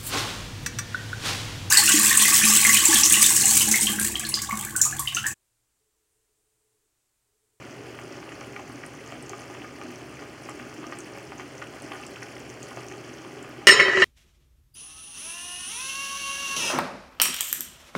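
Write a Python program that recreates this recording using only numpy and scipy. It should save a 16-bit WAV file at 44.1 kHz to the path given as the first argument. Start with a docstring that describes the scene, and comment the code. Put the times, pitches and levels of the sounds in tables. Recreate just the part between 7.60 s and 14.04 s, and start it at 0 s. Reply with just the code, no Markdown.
"""In a small kitchen a thick stew boils steadily in an open aluminium pot on a gas stove.
Swelling, dying tones make the deep gurgles, the blisters popping at the surface and the ticking froth.
Coloured noise makes the flame; a narrow band of noise its faint whistle, a wavering sine the mains hum.
At the end a metal lid clatters onto the rim, scrapes across it with short groans and drops into its seat:
knocks and stick-slip clicks drive its resonant modes."""
import sys
import numpy as np
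from scipy import signal
from scipy.fft import rfft, irfft, next_fast_len
from scipy.io import wavfile

SR = 44100
rng = np.random.default_rng(int(sys.argv[2]) if len(sys.argv) > 2 else 0)


def file_out(sig):
    """Save sig as 16-bit WAV at sys.argv[1]."""
    # one column per channel
    cols = np.atleast_2d(sig).T
    # limit, then scale
    lim = np.clip(cols, -1, 1)
    pcm = np.round(lim * 32767).astype(np.int16)
    wavfile.write(sys.argv[1], SR, pcm)


N = 284174
TIME = np.arange(N) / SR   # seconds


def from_db(db):
    """Logarithmic level: decibels to amplitude gain."""
    return 10 ** (np.asarray(db) / 20)


def rms_one(x):
    """Normalisation: scale to an rms of 1."""
    return x / np.sqrt(np.mean(x ** 2) + 1e-20)


def in_time(rows):
    """Linear interpolation: each column of a curve at every sample."""
    seconds, *columns = np.transpose(rows)
    return [np.interp(TIME, seconds, column) for column in columns]


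def at_hz(points, hz):
    """Logarithmic pitch: read a table on a log-frequency axis."""
    table_hz, values = np.array(points)[:, 0], np.array(points)[:, 1]
    return np.interp(np.log(np.maximum(hz, 1)), np.log(table_hz), values)


def noise(spectrum, size):
    """Spectral shaping: white noise weighted to a given colour, rms 1."""
    n = next_fast_len(size)
    white = rfft(rng.standard_normal(n))
    gain = from_db(at_hz(spectrum, np.fft.rfftfreq(n, 1 / SR)))
    return rms_one(irfft(white * gain, n)[:size])


def drift(rate):
    """Slow random modulation: chance values, rate per second, joined by lines; spread about 1."""
    return np.interp(TIME * rate, np.arange(2048), rng.standard_normal(2048))


def band(x, hz, kind, order=2):
    """Band limiting: a Butterworth filter with a flat passband."""
    edges_hz = np.clip(hz, 10, SR / 2 - 1000)
    return signal.sosfilt(signal.butter(order, edges_hz, kind, fs=SR, output="sos"), x + 1e-18)


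def ring(force, hz, t60):
    """Damped resonance: a unit click sets a sine of height about 1 ringing, 60 dB down after t60."""
    decay, turn = from_db(-60 / (t60 * SR)), 2 * np.pi * hz / SR   # per sample
    return signal.lfilter([0, np.sin(turn)], [1, -2 * decay * np.cos(turn), decay * decay], force + 1e-18)


def clicks(per_s, spread_db):
    """Poisson impulses: clicks at random instants, most small and a few large."""
    born = np.flatnonzero(rng.random(N) < per_s / SR)
    sizes = rng.exponential(1, 8192)
    signs = rng.choice([-1, 1], 8192)
    pick = born % len(sizes)
    out = np.zeros(N)
    out[born] = from_db(spread_db * np.minimum(sizes[pick], 4)) * signs[pick]
    return out


def add(out, s, sound):
    """Superposition: mix a sound in at a given time."""
    i = int(np.clip(round(s * SR), 0, N - 1))
    out[i:i + len(sound)] += sound[:N - i]


# Reverberation of the room. 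Each row: frequency in Hz, t60 in seconds.
KITCHEN_T60 = [(100, 0.91), (1000, 0.16), (4000, 0.17), (14000, 0.15)]


def kitchen(x):
    """Diffuse reverberation: an exponential noise tail off hard walls, by frequency band; unit energy."""
    t = TIME[:SR // 2]
    edges = np.geomspace(60, 18000, 9)
    tail = np.zeros(len(t))
    for low, high in zip(edges, edges[1:]):
        decay = 1000 ** (-t / at_hz(KITCHEN_T60, np.sqrt(low * high)))
        tail += band(rng.standard_normal(len(t)), [low, high], "band") * decay
    tail = tail * np.minimum(t / 0.006, 1)   # 6 ms for the echoes to build up
    return signal.oaconvolve(x, tail / np.linalg.norm(tail))[:N]


# Spectrum of gas flame and steam. Each row: frequency in Hz, relative density in dB per Hz.
FLAME_SPECTRUM = [(25, -14), (45, -17), (72, -1), (92, -7), (135, 5.5), (185, -5), (300, -6), (600, -9),
                  (1000, -8), (2900, -11.5), (3800, -18.5), (5800, -19), (9500, -31), (12500, -37)]
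JET_HZ, JET_WIDTH_HZ, JET_DB = 9160, 220, -72.5   # the gas jet whistles faintly


def stove():
    """Turbulence noise: the steady flame and its jet's thin whistle, over a wavering mains hum."""
    flame = from_db(-47) * noise(FLAME_SPECTRUM, N)
    jet_edges = [JET_HZ - JET_WIDTH_HZ / 2, JET_HZ + JET_WIDTH_HZ / 2]
    jet = from_db(JET_DB) * rms_one(band(rng.standard_normal(N), jet_edges, "band"))
    hum_hz = 119.7 + 1.1 * drift(6.41)
    hum_level = from_db(-53 + 0.61 * drift(2.04))
    hum = hum_level * np.sin(2 * np.pi * np.cumsum(hum_hz) / SR)
    return flame + jet + hum


# The rim catches and groans. Each row: start in seconds, length in seconds, level in dB, pitch in Hz.
RIM_GROANS = [(6.154, .06, -24.5, 410), (6.254, 0.059, -24.5, 386), (6.339, 0.092, -18.5, 378.6)]
GROAN_WAVER_HZ, GROAN_EDGE_S = 1.97, 0.016


def groan():
    """Stick-slip locking: where the rim catches, friction locks onto one of the lid's lowest modes."""
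    out = np.zeros(N)
    for s, length, db, hz in RIM_GROANS:
        edges = np.clip(np.minimum(TIME - s, s + length - TIME) / GROAN_EDGE_S, 0, 1)
        pitch = hz + GROAN_WAVER_HZ * drift(40)
        out += from_db(db) * edges * np.sin(2 * np.pi * np.cumsum(pitch) / SR)
    return out


# Lid meeting the rim. Each row: start in seconds, strength in dB, contact brightness (low-pass) in Hz.
RIM_KNOCKS = [(6.0700, 5, 8000), (6.0845, 1.5, 6800), (6.0910, 2, 5100), (6.122, -3.5, 2600),
              (6.1920, -5.5, 1920), (6.1976, -1, 2600), (6.2090, -2.5, 1610), (6.282, -6, 1600),
              (6.371, -2.5, 1596), (6.4200, 1, 2360)]
# Lid and pot ringing together, one entry a mode: pitch in Hz, rms level through the clatter in dB,
# t60 in seconds.
MODE_HZ = [386, 405, 435, 1017, 1328, 1770, 1802, 1930, 1982, 2188, 2572, 2751, 2842, 2906, 2994, 3113,
           3682, 3726, 3960, 4372, 4423, 4473, 5320, 5507, 6832, 6878, 8481, 10240, 12140, 14080]
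MODE_DB = [-30.5, -32.5, -35.5, -36, -45, -23.5, -17.5, -20.5, -20.5, -25, -31.5, -34, -23, -28, -29, -30.5,
           -39, -29, -26.5, -42, -32.5, -40, -25.5, -35, -37, -36, -31.5, -42, -61, -62]
MODE_T60 = [.5, 0.25, 0.31, 0.4, .3, 0.14, 0.093, 0.22, 0.18, 0.14, 0.71, 0.36, 0.16, 0.15, 0.14, 0.51,
            0.45, 0.58, 0.37, 0.26, 0.24, 0.45, 0.26, 0.16, 0.15, 0.34, 0.16, 0.51, 0.42, 0.39]
# The many weak, short modes of the thin metal. Each row: frequency in Hz, relative density in dB per Hz.
CLASH_SPECTRUM = [(30, -40), (70, -17), (220, -15), (400, -4), (600, -6.5), (860, -42), (1020, -5),
                  (1350, -5.5), (1550, -16), (1900, 5.5), (2400, -9), (3000, -8.5), (5500, -8.5),
                  (8000, -17.5), (11000, -27), (15500, -35)]
SLIDE_START_S, SLIDE_RISE_S = 6.08, 0.069   # after landing the lid is pushed across the rim
SCRAPE_DB, SCRAPE_FADE_DB_PER_S = -36.5, 16.5   # the push eases as it goes
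GRIT_DB, GRIT_RISE_S, GRIT_FADE_S = -26.5, 0.081, 0.013   # grinding peaks as the lid drops into its seat
FLUTTER_DB, FLUTTER_FROM_HZ = 4.5, 1900   # rocking on the rim; full flutter from this pitch up


def lid():
    """Modal excitation: knocks and stick-slip scraping drive the metal's damped modes."""
    landed_s, seated_s = RIM_KNOCKS[0][0], RIM_KNOCKS[-1][0]
    moving = TIME >= landed_s
    sliding_s = np.maximum(TIME - SLIDE_START_S, 0)
    slips = moving * rms_one(clicks(3000, spread_db=2.5))
    push = np.minimum(sliding_s / SLIDE_RISE_S, 1) * from_db(SCRAPE_DB - SCRAPE_FADE_DB_PER_S * sliding_s)
    scrape = push * band(slips, [330, 2400], "band", order=3)
    touches = [from_db(db) * band(signal.unit_impulse(128), hz, "low") for s, db, hz in RIM_KNOCKS]

    def force(shares):
        """Superposed contact forces: the scrape and all knocks, each with its own weight."""
        out = scrape.copy()
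        for knock, touch, share in zip(RIM_KNOCKS, touches, shares):
            add(out, knock[0], share * touch)
        return out

    modes = np.zeros(N)
    for hz, db, t60 in zip(MODE_HZ, MODE_DB, MODE_T60):
        signs = rng.choice([-1, 1], len(RIM_KNOCKS))   # each knock lands on another lobe of the mode
        flutter_db = FLUTTER_DB * min(hz / FLUTTER_FROM_HZ, 1) * drift(70)
        partial = from_db(flutter_db) * ring(force(signs), hz, t60)
        modes += from_db(db) * partial / np.std(partial[moving])

    t = TIME[:SR // 3]
    crash_decay = from_db(-24 - t * 110) + from_db(-6.5 - t * 1420)   # a long part and a very short one
    crash = noise(CLASH_SPECTRUM, len(t)) * crash_decay
    clash = signal.oaconvolve(force(np.ones(len(RIM_KNOCKS))), crash)[:N]

    grinding = np.exp(np.minimum((TIME - seated_s) / GRIT_RISE_S, (seated_s - TIME) / GRIT_FADE_S))
    grit = from_db(GRIT_DB) * grinding * band(slips, [3000, 7000], "band", order=3)
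    metal = band(modes, 226, "high") + clash + grit   # a thin sheet radiates little bass
    return metal + groan() + from_db(-19) * kitchen(metal)


def bubble(hz, cycles):
    """Cavity resonance: a tone that swells for the given cycles and dies as the cavity opens."""
    age = np.arange(int(8 * cycles * SR / hz)) * hz / SR   # in cycles
    swell = age / cycles * np.exp(1 - age / cycles)
    # the slope of the motion radiates; the divisor restores its height
    return np.gradient(swell * np.cos(2 * np.pi * age)) / np.sin(2 * np.pi * hz / SR)


def swarm(spectrum, per_s, cycles, spread_db, count):
    """Incoherent summation: countless random bubbles in count sizes; rms 1."""
    out = np.zeros(N)
    for hz in np.geomspace(spectrum[0][0], spectrum[-1][0], count):
        one_size = signal.oaconvolve(clicks(per_s / count, spread_db), bubble(hz, cycles))[:N]
        # a log-spaced band widens with pitch, hence the root
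        out += rms_one(one_size) * from_db(at_hz(spectrum, hz)) * np.sqrt(hz)
    return rms_one(out)


def bursts(rows, cycles, snap_db, snap_ratio, spatter_db, spatter_s, thump_db, ring_s=0, count=4):
    """Cavity collapse: a loud bubble's tone, the snap of its skin, a low thump and a few daughter bubbles."""
    out = np.zeros(N)
    for (s, db, hz), chance in zip(rows, rng.random((len(rows), count, 2))):
        turns = max(cycles, ring_s * hz)
        add(out, s, from_db(db) * bubble(hz, turns))
        snap_hz = min(hz * snap_ratio, SR / 4)
        add(out, s, from_db(db + snap_db) * bubble(snap_hz, cycles=0.59))
        # the liquid falls back into the hole
        add(out, s + 2 / hz, from_db(db + thump_db) * bubble(hz / 2, cycles))
        for late, size in chance:
            daughter_hz = min(hz * 2 ** (size - .5), SR / 4)
            daughter = from_db(db + spatter_db - 19 * late) * bubble(daughter_hz, turns)
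            add(out, s + late * spatter_s, daughter)
    return out


def lesser(per_s, db, spread_db, low_hz, high_hz):
    """Poisson process: rows of (s, dB, Hz) for bubbles that burst by chance."""
    chance = rng.random((128, 3))
    times = np.cumsum(-np.log(1 - chance[:, 0])) / per_s
    levels = db + spread_db * np.sqrt(3) * (2 * chance[:, 1] - 1)   # uniform, spread_db its deviation
    pitches = low_hz * (high_hz / low_hz) ** chance[:, 2]
    return [row for row in zip(times, levels, pitches) if row[0] < TIME[-1]]


# Liquid heaving round a blister, relative to its pop.
SPLASH_DB, SPLASH_RISE_S, SPLASH_FADE_S = -14.5, 0.0065, 0.0093


def splash(pops):
    """Amplitude envelope: liquid heaves around each burst with a quick swell and a slower fall."""
    out, t = np.zeros(N), TIME[:SR // 8]
    heave = np.minimum(t / SPLASH_RISE_S, np.exp((SPLASH_RISE_S - t) / SPLASH_FADE_S))
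    for s, db, hz in pops:
        add(out, s - SPLASH_RISE_S, from_db(db + SPLASH_DB) * heave)
    return out


# Single bubbles: the largest blisters bursting, the sharpest droplets snapping, and the biggest bubbles
# breaking loose deep down. Each row: start in seconds, relative peak level in dB, pitch in Hz.
BLISTERS = [(0.389, -28, 1210), (0.629, -29.5, 1210), (0.691, -27, 2780), (0.72, -27, 1710),
            (0.813, -30, 1250), (0.963, -23, 2110), (0.9955, -29.5, 860), (1.237, -25, 2130),
            (1.523, -26.5, 1900), (1.733, -26, 1170), (1.9, -30.5, 650), (2.019, -27, 2700),
            (2.045, -28.5, 1490), (2.215, -28, 1180), (2.624, -32, 1740), (2.889, -27, 1210),
            (2.998, -27, 1580), (3.241, -29, 1170), (3.324, -26, 1180), (3.575, -31, 710),
            (3.721, -26, 1210), (3.7975, -25, 1190), (4.022, -24, 1260), (4.319, -24.5, 1400),
            (4.353, -28.5, 1410), (4.559, -24.5, 2970), (4.627, -23, 1560), (4.766, -29, 2140),
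            (5.173, -25.5, 645), (5.315, -28, 1810)]
DROPLETS = [(1.263, -32, 8700), (1.4876, -40, 4750), (1.626, -32.5, 8300), (1.695, -26, 6320),
            (2.3583, -33.5, 5750), (2.8944, -31, 7560), (3.388, -29, 8200), (3.405, -30, 6400),
            (3.7824, -34.5, 6360), (4.2215, -33, 8300), (4.4658, -30.5, 7400), (4.631, -30.5, 5740),
            (5.0296, -27.5, 6600), (5.2844, -31, 6100)]
DEEP_BUBBLES = [(0.433, -32, 368), (1.142, -31, 272), (2.244, -30, 270), (3.185, -30, 297),
                (3.383, -33.5, 354), (4.452, -32.5, 350)]
# Lesser bubbles at random. Each holds: rate per second, mean relative peak level in dB, spread in dB,
# lowest and highest pitch in Hz.
LESSER_BLISTERS = (7, -35.5, 1, 598, 1904)
LESSER_DROPLETS = (6, -41.5, 4.5, 4500, 7500)
LESSER_DEEP = (2, -44, 3, 292, 420)
# Bubble pitches of the swarms. Each row: frequency in Hz, relative density in dB per Hz.
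GURGLE_SPECTRUM = [(200, -25), (265, 4), (310, -7), (375, 3), (490, -12), (580, -4), (720, -18)]
POPPING_SPECTRUM = [(600, 10.5), (830, 3), (1000, -29), (1220, 6), (1600, 4), (2300, 4), (3000, 1.5)]
FROTH_SPECTRUM = [(4400, 1), (5300, 0.5), (6300, 2.5), (8000, -11.5), (9400, -2.5), (12000, -28),
                  (15500, -23)]
# Froth, wavering slowly, then dying away just before the lid lands. Each row: time in seconds, level in dB.
FROTH_LEVEL = [(0, -61), (1.2, -57), (3.6, -59), (5.3, -55), (5.75, -60.5), (6.0, -96)]
# Air resonances in the open pot. Each row: pitch in Hz, relative level in dB, t60 in seconds.
POT_AIR_MODES = [(271, -47, .12), (375, -26, 0.072), (569, -42, 0.074), (836, -41, 0.16),
                 (1233, -39.5, 0.11), (1487, -47, 0.15)]
GURGLE_DB, POPPING_DB = -46.5, -50.5   # the boil keeps a steady strength
POP_RING_S = 0.00031   # a blister's cavity swells at least this long, so higher ones ring more cycles
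# specks of fat spitting on the hot wall
SPITS_PER_S, SPIT_DB, SPIT_SPREAD_DB, SPIT_ABOVE_HZ = 30, -46, 4, 8500


def stew():
    """Bubble acoustics: gurgles, pops and froth, coloured by pot-air resonance and the kitchen."""
    froth_db, = in_time(FROTH_LEVEL)
    blisters = BLISTERS + lesser(*LESSER_BLISTERS)
    droplets = DROPLETS + lesser(*LESSER_DROPLETS)
    deep = DEEP_BUBBLES + lesser(*LESSER_DEEP)
    surge = from_db(3.4 * drift(14))   # bubbles come in bunches

    gurgle = swarm(GURGLE_SPECTRUM, per_s=900, cycles=1.42, spread_db=2.0, count=14)
    gurgle = from_db(GURGLE_DB) * gurgle
    heave = np.hypot(from_db(POPPING_DB), splash(blisters))
    popping = heave * swarm(POPPING_SPECTRUM, per_s=1200 * surge, cycles=1.1, spread_db=3.5, count=12)
    froth = swarm(FROTH_SPECTRUM, per_s=1100 * surge, cycles=1.63, spread_db=4.5, count=12)
    froth = from_db(froth_db) * froth

    gulps = from_db(-5.5) * bursts(deep, cycles=1.8, snap_db=-18, snap_ratio=1.3,
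                                   spatter_db=-5.5, spatter_s=0.062, thump_db=-19.0)
    pops = bursts(blisters, cycles=0.57, snap_db=-10, snap_ratio=1.45,
                  spatter_db=-6.5, spatter_s=.012, thump_db=-17, ring_s=POP_RING_S)
    pops = band(pops, 2820, "low", order=4)
    ticks = bursts(droplets, cycles=1.68, snap_db=-8.5, snap_ratio=0.7,
                   spatter_db=-7.0, spatter_s=0.0077, thump_db=-14)
    ticks = from_db(1.0) * band(ticks, 2900, "high")
    spits = from_db(SPIT_DB) * band(clicks(SPITS_PER_S, SPIT_SPREAD_DB), SPIT_ABOVE_HZ, "high")

    surface = popping + pops + froth + ticks + spits
    hollow = sum(from_db(db) * ring(surface, hz, t60) for hz, db, t60 in POT_AIR_MODES)
    boil = gurgle + gulps + surface + from_db(-5.0) * hollow
    return boil + from_db(-9.5) * kitchen(boil)


def scene():
    """Superposition of sources: stove, lid and pot, heard from just above the rim."""
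    return (stove() + lid() + stew())[None]


CUTOFF_HZ = 15900


def record(dry):
    """Transducer response: a presence dip at the microphone port, soft overload, deep bass and top cut."""
    x = dry[0] - 0.67 * signal.lfilter(*signal.iirpeak(3750, 4.0, fs=SR), dry[0])
    x = .9 * np.tanh(x / .9)   # loud peaks are rounded off
    x = band(x, 37, "high")
    return signal.sosfilt(signal.ellip(12, .1, 80, CUTOFF_HZ, fs=SR, output="sos"), x)[None]


dry = scene()
out = record(dry)
file_out(out)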